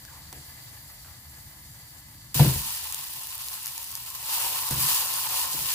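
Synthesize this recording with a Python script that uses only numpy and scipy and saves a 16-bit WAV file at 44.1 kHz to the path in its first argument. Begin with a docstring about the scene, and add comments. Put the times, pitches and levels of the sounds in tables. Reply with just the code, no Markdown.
"""A pancake frying in an iron pan

A thick pancake is lifted from a deep pan over a hissing gas ring; loud sizzling starts abruptly, with thumps.
The batter sizzles as grainy noise, with ringing ticks for single droplets and noise snaps for spits of fat.
While the skimmer presses the cake, a hollow roar near one kilohertz grows: noise coloured by the bowl.
Blows set tuned resonances ringing; brushes, gas hiss and the low kitchen rumble are shaped noise."""
import sys
import numpy as np
from scipy import signal
from scipy.fft import rfft, irfft
from scipy.io import wavfile

SR = 44100
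rng = np.random.default_rng(int(sys.argv[2]) if len(sys.argv) > 2 else 0)


def inscribe(sig):
    """Save sig as 16-bit PCM at rate SR to the path in sys.argv[1].

    A 1-D sig is mono; a 2-D sig holds one channel per row.
    Samples are clipped to [-1, 1] before scaling.
    """
    pcm = np.round(np.clip(np.atleast_2d(sig).T, -1, 1) * 32767)
    wavfile.write(sys.argv[1], SR, pcm.astype(np.int16))


N = 253134  # samples, about 5.7 s

# How strongly the batter fries, from its sudden start on: t/s, level/dB
SIZZLE_LEVEL = [(2.344, -25), (2.4, -24.5), (2.5, -29), (2.75, -31.5), (2.95, -35.5), (3.2, -38),
                (3.42, -38), (3.5, -35), (3.58, -37), (3.64, -37.5), (3.69, -36), (3.74, -37.5), (3.8, -38),
                (3.93, -39.5), (3.97, -37), (4.01, -41.5), (4.1, -36), (4.22, -37), (4.33, -26.5),
                (4.45, -26), (4.56, -28), (4.66, -28.5), (4.76, -27.5), (4.83, -23.5), (4.9, -21.5),
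                (4.96, -23.5), (5.02, -26), (5.07, -30.5), (5.135, -27), (5.22, -29), (5.3, -28.5),
                (5.39, -25.5), (5.5, -30.5), (5.6, -28), (5.72, -25.5)]
# Colour of the fine fizz: f/Hz, level per Hz/dB
FIZZ_COLOUR = [(1300, -23), (1800, -7.5), (2100, -10.5), (2850, -2.5), (3300, -5.5), (4700, -3), (6000, -7),
               (8500, -5), (11500, 0), (13500, -3), (17000, 0)]
# Colour of the hollow roar in the bowl of the pan: f/Hz, level per Hz/dB
BOWL_COLOUR = [(300, -13), (430, -15), (580, -5), (665, -18), (735, -1), (820, -4), (890, 7.5), (955, 3.5),
               (1030, 7.5), (1100, 4), (1200, -3), (1310, -1), (1420, -2.5), (1580, -8), (1750, -9),
               (2200, -47)]
# The loudest spits of fat: t of the peak/s, peak level/dB, lower edge f/Hz, rise time/ms
SPITS = [(0.0513, -29, 4000, .25), (0.328, -29, 3000, .7), (2.3446, -21, 5000, .6), (2.5467, -18, 9000, .4),
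         (2.9245, -18, 6500, .5), (2.9454, -15, 7500, .25), (3.1098, -23, 8000, .15),
         (3.1361, -23, 8000, .15), (3.235, -25, 7000, .4), (3.2707, -24, 10000, .3),
         (3.3539, -20, 8000, .25), (3.3799, -23.5, 9000, .15), (3.468, -27, 8000, .5),
         (3.4772, -24, 8500, .3), (3.4854, -18, 4000, .25), (3.4915, -25, 8000, .3),
         (3.5304, -24, 9000, .15), (3.5404, -23, 9000, .3), (3.6303, -27, 6000, 1.8),
         (3.6592, -17, 5000, .3), (3.6688, -18, 10500, .3), (3.6782, -20, 5000, .2),
         (3.7343, -26, 8500, .4), (3.7789, -22, 4500, 1.1), (3.8295, -27, 7000, 1.0),
         (3.8424, -24.5, 5000, .25), (3.9061, -26, 8000, .2), (3.9142, -26, 5000, .4),
         (3.9173, -22.5, 5000, .3), (3.9534, -14.5, 4000, .2), (3.9741, -25, 6000, .2),
         (4.103, -23.5, 8000, .4), (4.151, -25, 7000, 1.0), (4.1568, -25, 9500, .3), (4.228, -24, 7000, .3),
         (4.6896, -17, 7000, .6), (4.7103, -15.5, 6000, .9), (4.7836, -16, 7000, .15),
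         (4.8265, -12.5, 6500, .15), (5.1392, -15, 7000, .4)]
# Blows on the pan, levels relative within each column:
# t/s, shove level/dB, knock level/dB, knock hardness/dB per octave, stove rumble level/dB
BLOWS = [(.327, -58, -44.5, 7, -32), (0.371, -42.5, -53.5, 10, -17), (2.354, -24, -36.5, 3, -3),
         (2.3941, -6.5, -19, 8.5, -6), (2.4067, -14.5, -33.5, -17.5, -17), (2.4449, -18, -43, 24.5, -20),
         (2.4578, -13, -32.5, -15, -13), (2.4951, -19, -50, 26, -11), (2.556, -34, -44, 3, -6),
         (4.7089, -27, -36, -1, -2.5), (4.758, -33, -38, 0, -22), (4.798, -39, -62, -6, -33),
         (4.832, -36, -52, -5, -24), (5.541, -43, -42.5, -1, -40), (5.6, -43, -48, 5, -37)]
# Low resonances of the pan on its grate: f/Hz, relative level/dB, time to fade 60 dB/s
BOOM_MODES = [(73.8, -16.5, 0.3), (126.4, -1, 0.25), (149.1, -1, 0.28), (160, -16.5, 0.072)]
# Higher resonances of the pan on its grate: f/Hz, relative level/dB, time to fade 60 dB/s
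CLATTER_MODES = [(188, 0, 0.15), (297.3, 3.5, 0.16), (338.5, -1.5, 0.46), (376.7, -5, 0.31),
                 (509.5, 2.5, 0.088), (660, -20, 0.16), (732, -0.5, 0.11), (800, -3, 0.072),
                 (900, 1, 0.056), (1003, -7, 0.086)]
# The skimmer brushes the pan: t/s, rms level before the fade/dB, centre f/Hz, width/Hz, length scale/s
SCUFFS = [(.05, -48.5, 1400, 700, 0.0059), (0.075, -49, 1596, 50, 0.044), (0.09, -52, 930, 200, 0.16),
          (0.326, -42, 1000, 1100, 0.0074), (0.897, -55.5, 990, 800, 0.029),
          (1.045, -52.5, 1200, 1000, 0.014), (1.05, -55, 990, 900, 0.13)]
# Strength of the gas ring: t/s, level/dB
GAS_LEVEL = [(0, -48), (.4, -45.5), (1.2, -47.5), (2.34, -48.5), (5.74, -58)]
# Colour of the gas hiss: f/Hz, level per Hz/dB
HISS_COLOUR = [(300, 0.5), (380, -6), (900, 4.5), (1450, -1.5), (2000, 3), (2500, -2.5), (3000, 0.5),
               (3500, 0.5), (4100, 3.5), (5000, 1.5), (8000, 1.5), (12000, 6), (17000, 1.5)]
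# Broad whistles of the gas jets: f/Hz, width/Hz, height added to the hiss colour/dB
JET_WHISTLES = [(1720, 110, 8), (2010, 100, 8), (4620, 240, 8.5), (7400, 260, 6.5), (11100, 120, 3),
                (14600, 200, 4)]
# Strength of the kitchen rumble: t/s, level/dB
RUMBLE_LEVEL = [(0, -51.5), (.5, -51), (2.335, -52), (2.345, -54), (3.1, -57), (4.6, -57), (5.74, -52.5)]
# Colour of the kitchen rumble: f/Hz, level per Hz/dB
RUMBLE_COLOUR = [(12, -64), (20, -25), (45, -7), (72, 1), (97, -4.5), (125, -0.5), (148, -1.5),
                 (174, -17.5), (198, -10), (231, -20), (263, -14), (325, -18.5), (370, -42), (450, -63),
                 (580, -51), (990, -120)]
# How alike the noise is at the left and right microphone ports: f/Hz, likeness/0 to 1
PORT_LIKENESS = [(60, .98), (150, .99), (300, .9), (600, .86), (1000, .8), (1600, .45), (2500, .25),
                 (15000, .2)]
# Balance of the noise between the ports: f/Hz, left minus right level/dB
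PORT_LEAN = [(60, 1.5), (150, 1.5), (380, -1.0), (950, 4.0), (2380, 1.0), (5980, 0.0), (15000, 1.0)]

CUTOFF_HZ = 15550
HZ = np.maximum(np.arange(N // 2 + 1) * SR / N, 1)  # frequency of every spectrum bin
RIGHT_LAG_S = 0.00013
# Bubbles of four sizes, each heard mostly in a band of its own; parts of the roar waver each on its own
FIZZ_PARTS_HZ = [2700, 4050, 8100, 13500]
BOWL_PARTS_HZ, BOWL_WAVER_DB, BOWL_WAVER_PER_S = [740, 900, 1050, 1350], 2.2, 9
# A thin sizzle is grainier than a dense one
DENSE_GRAIN_DB, THIN_GRAIN_DB, THIN_BELOW_DB = 3.2, 4.4, -32
SHARED_BURSTS = 0.4  # share of the bursts that span all bands
# The skimmer presses the cake into the bowl, then eases off
PRESSED_S, PRESS_RISE_S, LIFTED_S, LIFT_FALL_S = 3.93, 0.34, 5.35, 0.37
# Roar levels when the sizzle is at ROAR_AT_DB; ROAR_FOLLOWS is its share of the sizzle's swing
ROAR_AT_DB, ROAR_FREE_DB, ROAR_PRESSED_DB, ROAR_FOLLOWS = -30, -45.5, -41.5, 0.92
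# Droplet ticks: typical rate, height against the sizzle level, spread of heights
CRACKLE_PER_S, CRACKLE_DB, CRACKLE_SPREAD_DB = 700, 3, 5
CRACKLE_FADE_CYCLES, CRACKLE_LOW_HZ = 2.8, 5000  # cycles to fade 60 dB, lower edge
SPIT_LEAN_DB, SPIT_SCATTER_DB = 0.8, 1.2  # left minus right, and its spread
# Fine spray after the snap; duller body below the edge; the pop at its top
SPRAY_MS, SPRAY_DB, SPIT_BODY_DB, SPIT_POP_DB = 7, -20, -12, 5


def sizzle():
    """Steam bubbles burst in clumps: short flares on finer fizz, with a hollow roar in the bowl."""
    sizzle_db, = in_time(SIZZLE_LEVEL)
    grain_db = np.where(sizzle_db < THIN_BELOW_DB, THIN_GRAIN_DB, DENSE_GRAIN_DB)
    chance = 480 * from_db(2.0 * drift(12)) / SR  # typically 480 bursts per second
    shared = rng.random(N) < SHARED_BURSTS * chance
    separate = rng.random((4, N)) < (1 - SHARED_BURSTS) * chance
    bursts = shared | separate
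    sizes = from_db(grain_db * np.minimum(rng.exponential(1, N), 1.7)) - 1
    fade = np.exp(-1 / (0.00035 * SR))  # each flare dies in about a third of a millisecond
    flares = signal.lfilter([1], [1, -fade], bursts * sizes + 1e-18)
    band_waver_db = np.array([0.91 * drift(41) for band in flares])
    seethe = from_db(0.27 * grain_db * drift(20) + band_waver_db)
    fizz = from_db(sizzle_db) * wide_noise(closed(FIZZ_COLOUR), seethe * (1 + 0.7 * flares))

    bowl_db, = in_time([(PRESSED_S, ROAR_FREE_DB), (PRESSED_S + PRESS_RISE_S, ROAR_PRESSED_DB),
                        (LIFTED_S, ROAR_PRESSED_DB), (LIFTED_S + LIFT_FALL_S, ROAR_FREE_DB)])
    waver = from_db([BOWL_WAVER_DB * drift(BOWL_WAVER_PER_S) for part in BOWL_PARTS_HZ])
    roar_grains = seethe[0] * (1 + 0.63 * flares[0]) * waver
    roar_db = bowl_db + ROAR_FOLLOWS * (sizzle_db - ROAR_AT_DB)
    roar = from_db(roar_db) * wide_noise(closed(BOWL_COLOUR), roar_grains, BOWL_PARTS_HZ)
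    return (fizz + roar) * after_sizzle_starts()


def crackle():
    """Single droplets tick in clumps: random clicks set very short treble tones ringing."""
    sizzle_db, = in_time(SIZZLE_LEVEL)
    heights_db = CRACKLE_SPREAD_DB * np.minimum(rng.exponential(1, N), 3)
    sizes = from_db(heights_db) * rng.choice([-1, 1], N)
    ticks = sizes * (rng.random(N) < CRACKLE_PER_S * from_db(4 * drift(12)) / SR)
    pitches = np.geomspace(5500, 14500, 8)
    dealt = rng.integers(0, 8, N)  # which pitch each tick gets
    out = np.zeros((2, N))
    for k, hz in enumerate(pitches):
        rung = ring(ticks * (dealt == k), hz, CRACKLE_FADE_CYCLES / hz)
        out += [rung, np.roll(rung, rng.integers(1, 9))]  # right lags by 1 to 8 samples
    high_pass = signal.butter(2, CRACKLE_LOW_HZ, "high", fs=SR, output="sos")
    thin = signal.sosfilt(high_pass, out)
    return thin * from_db(sizzle_db + CRACKLE_DB) * after_sizzle_starts()


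def spits():
    """Each spit of fat is a bright snap of noise that swells and dies within milliseconds."""
    out = np.zeros((2, N + 2048))
    ms = np.arange(2048) / SR * 1000
    draws = rng.standard_normal((len(SPITS), 4097))
    for (s, db, low_hz, rise_ms), row in zip(SPITS, draws):
        swell = ms / rise_ms * np.exp(1 - ms / rise_ms)
        spray = from_db(SPRAY_DB) * np.exp(-ms / SPRAY_MS)
        pan_db = SPIT_LEAN_DB + SPIT_SCATTER_DB * row[0]
        mid, side = row[1:].reshape(2, -1)
        burst = (mid + 0.6 * side * np.array([[1], [-1]])) * (swell + spray)
        burst[:, round(rise_ms * SR / 1000)] = from_db(SPIT_POP_DB)
        bright_band = signal.butter(3, [low_hz, CUTOFF_HZ], "band", fs=SR, output="sos")
        body_band = signal.butter(2, [900, low_hz], "band", fs=SR, output="sos")
        body = from_db(SPIT_BODY_DB) * signal.sosfilt(body_band, burst)
        snap = signal.sosfilt(bright_band, burst) + body
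        unit_snap = snap / np.abs(snap.mean(0)).max()
        i = round((s - rise_ms / 1000) * SR)
        out[:, i:i + 2048] += unit_snap * from_db(db + np.array([[pan_db / 2], [-pan_db / 2]]))
    return out[:, :N]


def blows():
    """Soft dough pushes the pan: a slow shove rings low modes, a quicker knock higher ones; the stove rumbles."""
    s, shove_db, knock_db, hardness_db, stove_db = np.transpose(BLOWS)
    at = np.round(s * SR).astype(int)
    shove, knock, shake, hardness = np.zeros((4, N))
    shove[at], knock[at], shake[at] = from_db([shove_db, knock_db, stove_db])
    hardness[at] = hardness_db
    soft = signal.lfilter(*signal.butter(2, 300, fs=SR), shove)
    boom, clatter = np.zeros((2, N))
    # neighbouring modes start in opposition, so the boom swells, dips and swells again
    for k, (hz, db, t60) in enumerate(BOOM_MODES):
        boom += (-1) ** k * from_db(db) * ring(soft, hz, t60)
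    for k, (hz, db, t60) in enumerate(CLATTER_MODES):
        hit = knock * from_db(db + hardness * np.log2(hz / 500))  # hard knocks favour high modes
        clatter += (-1) ** k * ring(hit, hz, t60)
    rung = signal.lfilter(*signal.butter(2, 50, "high", fs=SR), boom + from_db(-9.5) * clatter)
    # both colours below: f/Hz, level per Hz/dB
    rustle_colour = [(190, 13.5), (330, 9.0), (600, 10.0), (1000, -8), (1500, 0.0), (4500, -1.5)]
    stove_colour = [(50, -6), (64, -14), (76, 0.0), (100, -8.5), (140, -21.0), (165, -22),
                    (193, -16.0), (230, -15)]
    rustle = dying(knock, 0.26) * wide_noise(closed(rustle_colour))
    stove = dying(shake, 0.4) * wide_noise(closed(stove_colour))
    ringing = rung * from_db([[1], [-1]])  # 1 dB up on the left, 1 dB down on the right
    return ringing + from_db(-4.5) * rustle + from_db(-31.0) * stove


def scuffs():
    """Short dry brushes of the skimmer: noise in one resonance under a quick rise and fall."""
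    out = np.zeros(N)
    noise = rng.standard_normal((len(SCUFFS), 8192))
    for (s, db, hz, width_hz, length), row in zip(SCUFFS, noise):
        t = np.arange(8192) / SR / length
        brush = rms_one(signal.lfilter(*signal.iirpeak(hz, hz / width_hz, fs=SR), row))
        i = round(s * SR)
        out[i:i + 8192] += from_db(db) * brush * np.minimum(8 * t, 1) * np.exp(-2 * t ** 2)
    return out


def gas_ring():
    """Escaping gas: even hiss with broad faint whistles and a slight flutter."""
    whistles = sum(db / (1 + (2 * (HZ - hz) / width) ** 2) for hz, width, db in JET_WHISTLES)
    flutter = [from_db(0.9 * drift(18) + 0.9 * drift(11)) for band in range(4)]
    return from_db(in_time(GAS_LEVEL)[0]) * wide_noise(closed(HISS_COLOUR) + whistles, flutter)


def rumble():
    """Lumpy low noise of the kitchen; its low, middle and upper parts swell apart."""
    lumps = [from_db(2.0 * drift(6)) for part in range(3)]
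    noise = wide_noise(closed(RUMBLE_COLOUR), lumps, [70, 130, 260])
    return from_db(in_time(RUMBLE_LEVEL)[0]) * noise


def from_db(db):
    """Turn decibels into a gain."""
    return 10 ** (np.asarray(db) / 20)


def rms_one(x):
    """Scale a sound to an rms (average strength) of 1."""
    return x / np.sqrt(np.mean(x ** 2) + 1e-20)


def in_time(rows):
    """Turn the columns of a table into curves over all samples."""
    s, *columns = np.transpose(rows)
    return [np.interp(np.arange(N) / SR, s, c) for c in columns]


def on_hz(points):
    """Read a table over log frequency at every spectrum bin."""
    hz, value = np.transpose(points)
    return np.interp(np.log(HZ), np.log(hz), value)


def closed(points):
    """Make a colour fall away by 40 dB in the octave beyond each end."""
    (low_hz, low_db), (high_hz, high_db) = points[0], points[-1]
    return on_hz([(low_hz / 2, low_db - 40), *points, (high_hz * 2, high_db - 40)])


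def after_sizzle_starts():
    """A switch that is off before the sizzle suddenly starts and on from then."""
    return np.arange(N) >= SIZZLE_LEVEL[0][0] * SR


def drift(rate):
    """Slow random wandering with an rms of 1: noise smoothed around the given rate in Hz."""
    r = np.exp(-2 * np.pi * rate / SR)
    wander = signal.lfilter([1], [1, -2 * r, r * r], rng.standard_normal(N + SR))
    return rms_one(wander[SR:])  # the first second only settles the filter


def ring(clicks, hz, t60):
    """Each click sets a fading sine ringing; a unit click gives it a height of about 1."""
    r, w = from_db(-60 / (t60 * SR)), 2 * np.pi * hz / SR
    return signal.lfilter([0, np.sin(w)], [1, -2 * r * np.cos(w), r * r], clicks + 1e-18)


def dying(clicks, t60):
    """An envelope that jumps at each click and fades by 60 dB in t60 seconds."""
    return signal.lfilter([1], [1, -from_db(-60 / (t60 * SR))], clicks + 1e-18)


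def wide_noise(colour_db, grains=(1,), parts_hz=FIZZ_PARTS_HZ):
    """Coloured noise, one grain curve per band; alike at both ports in the bass, hardly so in the treble."""
    centres = np.log(parts_hz)[:len(grains)]
    bands = 0
    for k, grain in enumerate(grains):
        share = np.interp(np.log(HZ), centres, np.arange(len(grains)) == k)
        bands = bands + rfft(grain * rng.standard_normal((2, N))) * np.sqrt(share)
    mid, side = bands * from_db(colour_db) * (HZ < 1.02 * CUTOFF_HZ)
    alike = np.clip(on_hz(PORT_LIKENESS), 0, 1)
    left = np.sqrt(1 + alike) * mid + np.sqrt(1 - alike) * side
    right = np.sqrt(1 + alike) * mid - np.sqrt(1 - alike) * side
    lean = from_db(on_hz(PORT_LEAN) / 2)
    late = np.exp(-2j * np.pi * HZ * RIGHT_LAG_S)  # the pan is nearer the left port
    return rms_one(irfft(np.array([left * lean, right / lean * late]), N))


def scene():
    """All sources together at the microphone."""
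    return sizzle() + crackle() + spits() + blows() + scuffs() + gas_ring() + rumble()


def record(dry):
    """Cut the treble steeply above the cutoff."""
    return signal.sosfilt(signal.ellip(12, 0.5, 70, CUTOFF_HZ, fs=SR, output="sos"), dry)


dry = scene()
out = record(dry)
inscribe(out)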